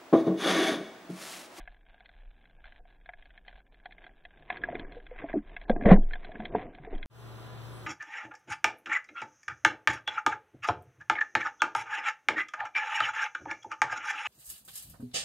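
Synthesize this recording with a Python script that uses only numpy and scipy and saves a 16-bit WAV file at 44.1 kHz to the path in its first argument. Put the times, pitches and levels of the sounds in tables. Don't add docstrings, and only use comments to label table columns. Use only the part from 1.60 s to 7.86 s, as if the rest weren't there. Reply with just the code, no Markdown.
import sys
import numpy as np
from scipy import signal
from scipy.fft import rfft, irfft, next_fast_len
from scipy.io import wavfile
from scipy.ndimage import uniform_filter1d, map_coordinates

SR = 44100
rng = np.random.default_rng(int(sys.argv[2]) if len(sys.argv) > 2 else 0)


def volts_from_db(level):
    exponent = np.asarray(level, float) / 20
    return 10 ** exponent


def waveform_to_disk(signal):
    frames = np.transpose(np.atleast_2d(signal))
    scaled = np.clip(frames, -1, 1) * 32767
    samples = np.round(scaled).astype(np.int16)
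    wavfile.write(sys.argv[1], SR, samples)


N = 276177
CUT_S, KITCHEN_IN_S = 5.45952, 5.498

# [f/Hz, t60/s]
CASE_MODES = [(716.55, 0.0528), (1647.5, 0.0311), (2066, 0.02436), (2428, 0.01895), (3317.6, 0.0284),
              (1052, 0.017), (3913.3, 0.013)]

# [f/Hz, level/dB per Hz]
CRACKLE_SPECTRUM = [(260, -44.5), (450, -24), (568, -7), (704, -1), (1180, -14.5), (1350, -15),
                    (1640, -2.5), (1920, -16), (2350, -9), (2880, -14.5), (3470, -13), (3940, -17.5),
                    (4600, -29), (5980, -77), (10100, -120)]
MURMUR_SPECTRUM = [(40, -35), (70, -4.5), (150, 1.5), (300, -3.5), (500, -5.5), (900, -34), (1300, -78)]
CRACKLE_DB, STIRRED_DB = -72, -21.5
CHORUS_DB, CHORUS_S = 3, 0.04

# [t/s, level/dB]
SURGE = [(0, -50), (.07, -47.5), (.14, -57), (.42, -61.5), (.61, -47.5), (.93, -57.5), (1.03, -48.5),
         (1.5, -59), (1.6, -46), (1.87, -60), (1.95, -49), (2.08, -65.5), (2.33, -48), (2.45, -62.5),
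         (2.72, -50), (2.87, -57.5), (3.09, -47), (5.46, -49)]
# [f/Hz, level/dB per Hz]
SWAY_SPECTRUM = [(6, -30), (14, -4), (24, 0), (36, -1), (46, -7), (56, -18), (100, -30), (160, -70)]
# [t/s, peak level/dB, build/s, t60/s]
SHOVES = [
    (3.21, -37, .04, .3),
    (3.53, -41, .03, .25),
    (4.092, -21, .04, .3),
    (4.246, -10.5, .11, .58),
    (5.318, -25, .03, .4),
    (5.444, -33, .015, .3),
]
MOUNT_HZ = 18.8

# [t/s, peak level/dB, low mode over peak/dB, upper modes over peak/dB]
SNAPS = [(.003, -49.5, -3.5, -4.5), (.4052, -52.5, -4.5, -1), (.4581, -55, -22, 5),
         (1.0422, -46, -19, -5.5), (1.0554, -49, -9, -3), (1.4595, -47.5, -11.5, -6),
         (1.777, -46.5, -17.5, -3.5), (1.881, -49, -3.5, 6.5), (2.2575, -39.5, -3.5, -2.5),
         (2.323, -49, -25, 1.5), (2.4411, -48, -9.5, 1.5), (2.4654, -44.5, -9.5, -4.5),
         (2.6522, -43.5, -8, -1), (2.9259, -41, -2, -0.5), (2.9707, -37, -20, -6.5), (3.1953, -46, -1.5, 0),
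         (3.3219, -49, -26.5, 1), (3.4662, -49, -8.5, 1), (4.014, -50, -1.5, 3.5), (4.0966, -26, 4, -7),
         (4.1142, -45.5, 5, 0.5), (4.5347, -29.5, -17.5, -6), (4.5557, -38.5, -5, -7),
         (4.6466, -46, -1.5, 2), (4.7175, -44, -4, -5.5), (4.8019, -39.5, 2, -6.5), (4.8535, -36.5, -9, 3),
         (4.95, -34.5, 7.5, -15.5), (5.0155, -51, 7.5, -0.5), (5.4284, -42, -26.5, 4.5)]
# [t/s, peak level/dB]
TICKS = [(.011, -53), (.1157, -62), (1.705, -55.5), (.167, -60), (.2644, -58.5), (.294, -57.5),
         (.3429, -55), (.3792, -57), (.4917, -51), (.5375, -60.5), (.8546, -57), (1.0763, -53),
         (1.1222, -51.5), (1.1609, -55.5), (1.3069, -57.5), (1.4119, -63.5), (1.6241, -53.5),
         (1.6558, -53.5), (1.8498, -57), (1.9111, -59.5), (1.9281, -52), (2.0025, -56), (2.1441, -59.5),
         (2.7066, -58), (2.7388, -57), (2.825, -56.5), (3.3475, -51), (3.4008, -51.5), (3.8945, -52.5),
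         (5.1495, -50), (.0548, -57.5), (.1446, -61), (.2094, -65.5), (.5641, -65.5), (.6065, -63.5),
         (.6559, -63.5), (.7417, -69), (.7771, -66), (.8126, -62.5), (.839, -66), (.8974, -60.5),
         (1.0046, -63), (1.292, -64), (1.3473, -67.5), (1.5833, -62.5), (1.7539, -63), (1.9579, -56.5),
         (1.9909, -62), (2.0652, -65.5), (2.1221, -70), (2.1999, -58), (2.4114, -63.5), (2.4304, -56.5),
         (2.5356, -65), (2.5795, -65.5), (2.6229, -77), (2.7736, -58.5), (3.8731, -57), (3.9344, -61),
         (4.0532, -54)]
# [t/s, peak level/dB, low mode over peak/dB, upper modes over peak/dB]
TAPS = [(.076, -40, -10.5, -4.5), (1.2531, -62, 5, -4), (1.4908, -39.5, -3.5, -1.5),
        (1.5353, -43.5, -10, -3), (2.3094, -58, -3, 7.5), (2.382, -52, -9, 3.5), (2.4923, -55.5, -6, -3),
        (2.902, -26, -6.5, 0), (3.0373, -21.5, -27.5, -11), (3.087, -44, 13, 0.5),
        (3.1271, -47.5, 5, -14.5), (3.1533, -37, -4.5, 4), (3.2497, -47, -13, -14), (3.5107, -57, 1.5, 2.5),
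        (3.5607, -48.5, -5, -2), (3.5879, -41, -13, 1.5), (3.6204, -42, -8, -10.5),
        (3.6878, -41, -13.5, -5), (3.7303, -38.5, -12, -8.5), (3.7863, -54, -2, -3.5),
        (3.9655, -35, -12, 2), (4.162, -42.5, 8, -9), (4.2103, -36.5, -1.5, -8.5), (4.2572, -31.5, 10, 3),
        (4.3129, -42.5, 28.5, 16), (4.5092, -42, -12, -3.5), (4.755, -38.5, -12.5, -8),
        (4.9943, -46, 5.5, 1), (5.2483, -47, -1, 0), (5.3388, -55.5, 8.5, 5.5), (2.9587, -45.5, -8, -2),
        (3.2944, -54, -11.5, -3.5), (3.5473, -53.5, -8.5, -5.5), (3.696, -44.5, -5, 2),
        (3.706, -49.5, -8.5, -1), (4.223, -45.5, -7.5, 1), (4.236, -44, -10, 1), (4.291, -34, -4, 3),
        (4.3071, -31.5, -5.5, 2.5), (4.3595, -39, 1.5, -5.5), (4.6304, -53, -9, -3.5),
        (4.822, -49.5, -4.5, -1.5), (4.9082, -57.5, -5, -3.5), (5.0943, -61.5, -5.5, -3),
        (5.1337, -56.5, -5.5, -4), (5.1846, -52.5, 3, -2), (5.2355, -54, -8.5, -7.5),
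        (5.3073, -55.5, -4, 0.5)]
# [t/s, peak level/dB, low mode over peak/dB, upper modes over peak/dB]
PINGS = [(2.972, -53.5, -19.5, -6), (3.017, -54.5, -19, -3), (3.196, -48, -21, -3),
         (4.4313, -60.5, -20, -3.5), (4.65, -52, -20.5, -2.5), (4.855, -48.5, -20, -5.5),
         (5.35, -56, -20, -1.5), (5.3806, -54.5, -21.5, -4.5)]
TICK_LOW_DB, TICK_UPPER_DB, TICK_STRAY_DB = -11.5, -2.5, 4
SHARP_TOP_DB, BLUNT_TOP_DB, PING_TOP_DB = -3.5, -13.5, 8

# [t/s, peak level/dB, f/Hz, t60/s]
KNOCKS = [(2.902, -29.5, 990, 0.0211), (3.129, -20.5, 530, 0.01335), (3.153, -26, 392, 0.0242),
          (3.697, -36.5, 620, 0.024), (4.197, -37, 215, 0.11), (3.640, -32, 286, 0.073),
          (3.642, -29.5, 669, 0.063), (3.739, -27, 653, 0.0778), (3.741, -22, 303, 0.0365),
          (3.756, -19, 360, 0.0594), (3.768, -20, 293.3, 0.084), (3.776, -28, 210.8, 0.09),
          (4.099, -16.5, 222.5, 0.0727), (4.104, -8, 526, 0.023), (4.164, -25, 298, 0.039),
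          (4.225, -22, 254, 0.031), (4.261, -10.5, 203.5, 0.081), (4.264, -18, 575, .06),
          (4.692, -39, 652, 0.0596), (4.95, -34, 195, 0.1264), (4.279, -21, 339, 0.11),
          (4.3165, 0.5, 182.6, 0.0843), (4.332, -25.5, 585, 0.075), (4.339, -17.5, 203, 0.175),
          (4.383, -27, 258, 0.065), (4.796, -34, 215.6, 0.136), (4.949, -18.5, 429.5, 0.0475),
          (4.951, -17.5, 928, .02), (5.273, -39, 410, 0.073), (5.330, -25, 394, 0.022),
          (5.331, -40, 694, .04), (5.342, -35.5, 312, 0.053), (5.357, -40, 252, 0.058),
          (5.275, -41, 685, .05), (4.902, -38, 368.9, .06), (4.753, -42, 229, .06),
          (4.649, -47, 213.6, 0.048), (3.196, -38.5, 301, 0.051), (3.039, -41, 328, 0.045),
          (4.372, -34, 715, .05), (.63, -63, 523, 0.059), (1.195, -56, 713, 0.068),
          (1.205, -61, 484, 0.054), (1.98, -60, 693, 0.055), (2.133, -63, 436, .06),
          (2.292, -56, 763, 0.058), (3.367, -51.5, 716.8, 0.092), (3.514, -53, 726, 0.1)]
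# [t/s, peak level/dB, f/Hz, t60/s]
THUDS = [
    (4.255, -21, 41.6, 0.15),
    (4.306, -20, 35, .058),
    (2.8, -61.5, 150, 0.29),
    (5.2, -45.5, 143, 0.109),
]
# [t/s, peak level/dB]
CLUNKS = [(3.367, -39), (3.514, -39.5), (3.622, -43.5)]
CLUNK_HZ, CLUNK_T60_S = 484.5, 0.0886
# [t/s, force/dB]
SCRAPE = [
    (4.24, -56.5),
    (4.256, -22),
    (4.33, -11),
    (4.4, -53),
]
# [f/Hz, level/dB per Hz]
DRAG_SPECTRUM = [(200, -10.5), (400, -2.0), (600, 3.5), (800, -16.0), (1100, -14.0), (1500, -60.0)]
RASP_SPECTRUM = [(900, -11.0), (1500, -3.0), (1900, 3), (2400, -15), (3300, -17), (4100, -25.0),
                 (4500, -53.0), (4800, -100)]
RASP_DB, RASP_GROWS = -27, 1.4
# [t/s, swell by 20 dB/s, fade by 20 dB/s, rub level/dB, rustle level/dB]
STROKES = [(2.42, .35, .3, -65, -82), (2.94, 0.1087, 0.1033, -52, -54.5),
           (3.055, 0.0518, 0.3437, -50.5, -56.5), (3.159, 0.3319, 0.2878, -45.5, -61.5),
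           (3.27, 0.2828, 0.25, -50, -65), (3.601, 0.1521, 0.1755, -57, -58),
           (3.64, 0.1721, 0.0426, -52.5, -58), (3.7, 0.1852, 0.055, -51.5, -58),
           (3.93, 0.2161, 0.22, -59, -67), (4.03, 0.21, 0.01, -62.5, -65.5), (4.13, 0.0549, 0.34, -40, -70),
           (4.28, 0.0704, 0.124, -26, -65), (4.65, 0.26, 0.14, -57.5, -61.5), (4.72, 0.5732, 1.5, -53, -68),
           (4.831, 0.1936, 0.1778, -44.5, -62), (4.96, 0.13, 0.2351, -40, -58.5),
           (5.029, 0.2666, 0.09, -44, -59.5), (5.33, 0.3267, 0.22, -51, -63.5)]
RUSTLE_STEEPER = 1.312
# [f/Hz, level/dB per Hz]
RUB_SPECTRUM = [(41, -49), (70, -3), (129, -3), (392, 2), (546, -6.5), (714, -0.5), (797, -14.5),
                (1300, -28), (1690, -45.5), (2860, -120)]
RUSTLE_SPECTRUM = [(600, -38), (950, 8), (1400, -2.5), (2100, 5.5), (2700, -7.5), (3600, -11), (4600, -61)]

# [t/s, half length/s, shortage/dB]
STARVED = [(.045, 0.0123, 10.5), (.24, 0.0133, 10.5), (.99, 0.0167, 11), (1.385, 0.0176, 11.5),
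           (1.59, 0.018, 5), (1.745, 0.0104, 9.5), (3.005, .012, 10.5), (3.07, 0.019, 6.5),
           (3.26, 0.041, 10), (4.14, .012, 10.5), (4.16, .01, -4.5), (4.19, 0.0122, 17),
           (4.395, 0.0145, 14.5), (4.441, 0.0196, -9.5), (4.501, 0.0183, -10), (4.68, .02, -5.5),
           (4.6, 0.017, 4.5), (4.905, 0.023, 17), (4.96, .015, -7.5), (5.11, 0.028, 6), (5.29, .02, 6.5),
           (5.405, 0.0111, 8), (2.097, 0.0198, 12), (2.229, .012, 8), (2.36, 0.0117, 3.5),
           (2.418, 0.0115, 10.5), (2.687, 0.0144, 5.5), (2.754, .03, 9), (3.542, 0.0115, 10.5),
           (3.767, 0.0196, -4), (4.1, .012, -6), (1.21, .02, 8), (4.54, .02, -5), (3.929, 0.0157, 10.5),
           (4.061, 0.0148, 16)]

# [f/Hz, level/dB per Hz]
AIR_SPECTRUM = [(15, -52), (42, -1.5), (82, -5.5), (148, 3), (274, -7.5), (350, -2), (970, -6.5),
                (1420, -8.5), (2100, -16.5), (2900, -16.5), (4000, -16.5), (4600, -20.5), (5500, -50.5),
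                (7000, -100)]
HISS_SPECTRUM = [(3500, -60.5), (4800, 1.5), (6200, -4), (7000, -5), (8000, -6), (9500, -8), (11000, -9),
                 (15700, -11.5)]
FIZZ_SPECTRUM = [(6500, -47), (8200, 3), (10800, -2.5), (13000, -38)]
# [f/Hz, mid level/dB, side level/dB]
MOTOR = [(68.5, -15, -19.5), (116.9, 1.5, -4), (334, -40, -18.5), (999, -17.5, -41), (1196, -19, -40.5),
         (1407, -22.5, -31)]
# [f/Hz, level/dB]
DIFFUSE = [(60, -6), (290, 1), (700, -6), (1500, -2), (3300, -1), (4700, -12), (7000, -4), (10000, -1),
           (14000, -4)]
# [f/Hz, level/dB]
LEAN = [(100, 8.5), (700, 0), (15000, -2)]
LAG_S, LAG_FROM_HZ = .00044, 1340
AIR_DB, HUM_DB, HISS_DB = -48.5, -46.5, -63
FIZZ_S, FIZZ_DB, FIZZ_HALF_S, FIZZ_LIFT_DB = 6.17, -64.5, 0.055, 3.5
FADE_S, FADE_CURVE = 0.243, 0.694
HUM_FADE_S, HUM_GROWS_DB_PER_S = 0.174, 3
DROP_DB, DROP_FROM_BAND = -12, 24


def unit(x):
    return x / np.sqrt(np.mean(x ** 2) + 1e-20)


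def smooth(rule):
    t = np.arange(0, N / SR + .002, .002)
    return np.array([np.interp(np.arange(N) / SR, t, row) for row in np.atleast_2d(rule(t))])


def curves(rows):
    s, *cols = np.transpose(rows)
    return [np.interp(np.arange(N) / SR, s, c, left=-150, right=-150) for c in cols]


def wobble(rate):
    knots = rng.standard_normal(int(N * rate / SR) + 4)
    return smooth(lambda t: map_coordinates(knots, [t * rate]))[0]


def along(points, hz):
    f, v = np.transpose(points)
    return np.interp(np.log(hz + 1), np.log(f + 1), v)


def filtered(x, response):
    m = next_fast_len(N + 8192)
    return irfft(rfft(x, m) * response(np.fft.rfftfreq(m, 1 / SR)), m)[..., :N]


def coloured(x, spectrum):
    return unit(filtered(x, lambda hz: volts_from_db(along(spectrum, hz))))


def grit(rate, spread_db, share):
    hits = rng.random(N) < rate / SR
    signs = rng.choice([-1, 1], size=N)
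    sizes = volts_from_db(spread_db * np.tanh(rng.standard_normal(N)))
    return unit(hits * signs * sizes) + share * rng.standard_normal(N)


def add_ring(track, s, db, hz, t60, attack, rough, size):
    drift, flutter = uniform_filter1d(rng.standard_normal((2, size)), size=130, axis=1) * np.sqrt(130)
    t = np.arange(size) / SR
    turn = 2 * np.pi * np.cumsum(hz * (1 + 0.474 * rough * drift)) / SR
    envelope = volts_from_db(db - 60 * t / t60) * (1 - np.exp(-t / attack)) ** 2
    ring = envelope * (1 + rough * flutter) * np.sin(turn)
    track[round((s - attack) * SR):][:size] += ring


def strokes():
    slope_db = 20 * np.array([[1], [RUSTLE_STEEPER]])

    def stroke_db(t, s, swell, fade, rub_db, rustle_db):
        return np.array([[rub_db], [rustle_db]]) - slope_db * np.maximum((s - t) / swell, (t - s) / fade)

    return smooth(lambda t: volts_from_db(np.max([stroke_db(t, *row) for row in STROKES], axis=0)))


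def reef():
    crackle = coloured(grit(rate=220, spread_db=8, share=.62), CRACKLE_SPECTRUM)
    swell_db, clumps_db = 1.2 * wobble(6), 1.8 * wobble(25)
    murmur = volts_from_db(-73.5 + swell_db) * coloured(rng.standard_normal(N), MURMUR_SPECTRUM)

    def answer(t, s, db):
        return np.clip((db + 65.5) / 12, 0, 1) * np.exp(-((t - s) / CHORUS_S) ** 2)

    chorus, = smooth(lambda t: sum(answer(t, s, db) for s, db, *_ in SNAPS + TICKS))
    stirred = volts_from_db(STIRRED_DB) * np.minimum(strokes()[0], volts_from_db(-50.5))
    busy = volts_from_db(CRACKLE_DB + CHORUS_DB * chorus) + stirred
    return busy * volts_from_db(clumps_db) * crackle + murmur


def mount():
    t = np.arange(N) / SR
    current_db = curves(SURGE)[0] - 2.5 + 1.1 * wobble(9.1)
    sway = volts_from_db(current_db) * coloured(rng.standard_normal(N), SWAY_SPECTRUM)
    for s, db, build, t60 in SHOVES:
        age = np.clip(t - s, 0, None)
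        swing = np.minimum(age / build, 1) * volts_from_db(db - 60 * np.clip(age - build, 0, None) / t60)
        sway += swing * np.sin(2 * np.pi * MOUNT_HZ * age)
    return sway


def snaps():
    track = np.zeros(N + SR)
    strays_db = TICK_STRAY_DB * rng.uniform(-1.1, 1, (len(TICKS), 2))
    ticks = [(s, db, TICK_LOW_DB + low, TICK_UPPER_DB + upper)
             for (s, db), (low, upper) in zip(TICKS, strays_db)]
    for table, top_db in ((SNAPS + ticks, SHARP_TOP_DB), (TAPS, BLUNT_TOP_DB), (PINGS, PING_TOP_DB)):
        for s, db, low_db, upper_db in table:
            blend = (low_db + 8, 5.7, upper_db + 6.5, upper_db + 4.0, upper_db + top_db + 5,
                     low_db / 2 - 1, upper_db + top_db + 3.5)
            for (hz, t60), mode_db in zip(CASE_MODES, blend):
                pitch = hz * (1 + .01 * rng.standard_normal())
                add_ring(track, s, db + mode_db, pitch, t60, attack=.001, rough=.09, size=SR // 22)
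    return track[:N]


def gear():
    track = np.zeros(N + SR)
    clunks = [(s, db, CLUNK_HZ, CLUNK_T60_S) for s, db in CLUNKS]
    for s, db, hz, t60 in KNOCKS + THUDS + clunks:
        add_ring(track, s, db + 4, hz, t60, attack=.0012, rough=.11, size=SR // 6)
    force_db, = curves(SCRAPE)
    drag = volts_from_db(force_db - 4.5) * coloured(grit(rate=1200, spread_db=9.5, share=0.53), DRAG_SPECTRUM)
    rasp_db = RASP_DB + RASP_GROWS * (force_db - force_db.max())
    rasp = volts_from_db(rasp_db) * coloured(grit(rate=1000, spread_db=1.0, share=1.0), RASP_SPECTRUM)
    rubbing, rustling = strokes()
    unsteady = np.tanh(wobble(25))
    rub = coloured(grit(rate=300, spread_db=3.0, share=0.94), RUB_SPECTRUM)
    rub *= rubbing * volts_from_db(1.5 + 2.6 * unsteady)
    rustle = coloured(grit(rate=310, spread_db=7, share=0.55), RUSTLE_SPECTRUM)
    rustle *= rustling * volts_from_db(6.5 + 2 * unsteady + 1.6 * wobble(27))
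    return track[:N] + drag + rasp + rub + rustle


def dive_camera(x, top=.655, hard=8, grain_db=-15):
    x = x / (1 + np.abs(x / top) ** hard) ** (1 / hard)
    hz, when, z = signal.stft(x, SR, nperseg=1536)
    band = (hz // 345).astype(int)
    power = np.array([np.mean(np.abs(z[band == b]) ** 2, axis=0) for b in range(band[-1] + 1)])
    masking = volts_from_db(-48) ** 2 * power[0] + volts_from_db(-38) ** 2 * power[1:].sum(axis=0)
    masking = np.minimum(masking, volts_from_db(-74) ** 2) + volts_from_db(-103) ** 2
    shortage_db = 1.0 * (np.arange(len(power))[:, None] - 8) + 2 * rng.standard_normal(z.shape[1])
    shortage_db = shortage_db + 6 * uniform_filter1d(rng.standard_normal(power.shape), size=3, axis=1)
    shortage_db = shortage_db + sum(db * np.exp(-((when - s) / half) ** 2) for s, half, db in STARVED)
    needed = (masking * volts_from_db(shortage_db) ** 2)[band]
    heard = (power[band] > needed) & (np.abs(z) ** 2 > needed) & (hz < 4500)[:, None]
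    kept = heard | (hz < 900)[:, None]
    grain = volts_from_db(grain_db) * np.sqrt(power[band]) * np.exp(2j * np.pi * rng.random(z.shape))
    grain = grain * (band > 1)[:, None]
    return signal.istft((z + grain) * kept, SR, nperseg=1536)[1][:N]


def ports(spectrum):
    direct, *scatter = rng.standard_normal((3, N))

    def half_difference(hz):
        level = np.log(volts_from_db(along(LEAN, hz))) / 2
        phase = np.pi * LAG_S * np.clip(hz - LAG_FROM_HZ, 0, 4 / LAG_S)
        return np.array([[1], [-1]]) * (level + 1j * phase)

    pair = filtered(direct, lambda hz: np.exp(half_difference(hz)))
    pair = pair + filtered(np.array(scatter), lambda hz: volts_from_db(along(DIFFUSE, hz)))
    return coloured(pair, spectrum)


def kitchen():
    t = np.arange(N) / SR
    fade, hum_fade = (np.clip((t - KITCHEN_IN_S) / s, 0, 1) ** FADE_CURVE for s in (FADE_S, HUM_FADE_S))
    fizz = np.exp(-((t - FIZZ_S) / FIZZ_HALF_S) ** 2)
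    air = volts_from_db(AIR_DB + 0.33 * wobble(12)) * ports(AIR_SPECTRUM)
    hiss = volts_from_db(HISS_DB + FIZZ_LIFT_DB * fizz + 1.4 * wobble(12)) * ports(HISS_SPECTRUM)
    room = fade * (air + hiss) + volts_from_db(FIZZ_DB) * fizz * ports(FIZZ_SPECTRUM)
    growth_db = HUM_GROWS_DB_PER_S * (t - KITCHEN_IN_S - FADE_S)
    for hz, mid_db, side_db in MOTOR:
        turn = 2 * np.pi * hz * t + 0.5 * wobble(8.9)
        size = hum_fade * volts_from_db(HUM_DB + growth_db + 1.02 * wobble(9))
        mid, side = volts_from_db(mid_db) * np.sin(turn), volts_from_db(side_db) * np.sin(turn - 1.1)
        room += size * (mid + side * [[1], [-1]])
    return room


def kitchen_camera(pair):
    start = round(CUT_S * SR)
    mid, side = signal.stft([[1, 0.999], [1, -1]] @ pair[:, start:] / 2, nperseg=2048)[2]
    strong, weak = (np.add.reduceat(np.abs(z) ** 2, np.arange(0, len(z), 8)) for z in (side, mid))
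    kept = weak > strong * volts_from_db(DROP_DB + 3.5 * rng.standard_normal(weak.shape)) ** 2
    kept[:DROP_FROM_BAND] = True
    mid = mid * np.repeat(kept, 8, axis=0)[:len(mid)]
    heard = signal.istft(np.array([mid + side, mid - side]), nperseg=2048)[1][:, :N - start]
    return np.pad(heard, ((0, 0), (start, 0)))


def scene():
    t = np.arange(N) / SR
    dive = dive_camera(reef() + mount() + snaps() + gear())
    return dive * (t < CUT_S) + kitchen_camera(kitchen()) * (t > KITCHEN_IN_S)


def band_limit(x):
    return signal.sosfilt(signal.butter(12, 15710, fs=SR, output="sos"), x)


def record(dry):
    mix = dry + volts_from_db(-95.5) * rng.standard_normal(N)
    return band_limit(mix)


dry = scene()
out = record(dry)
waveform_to_disk(out)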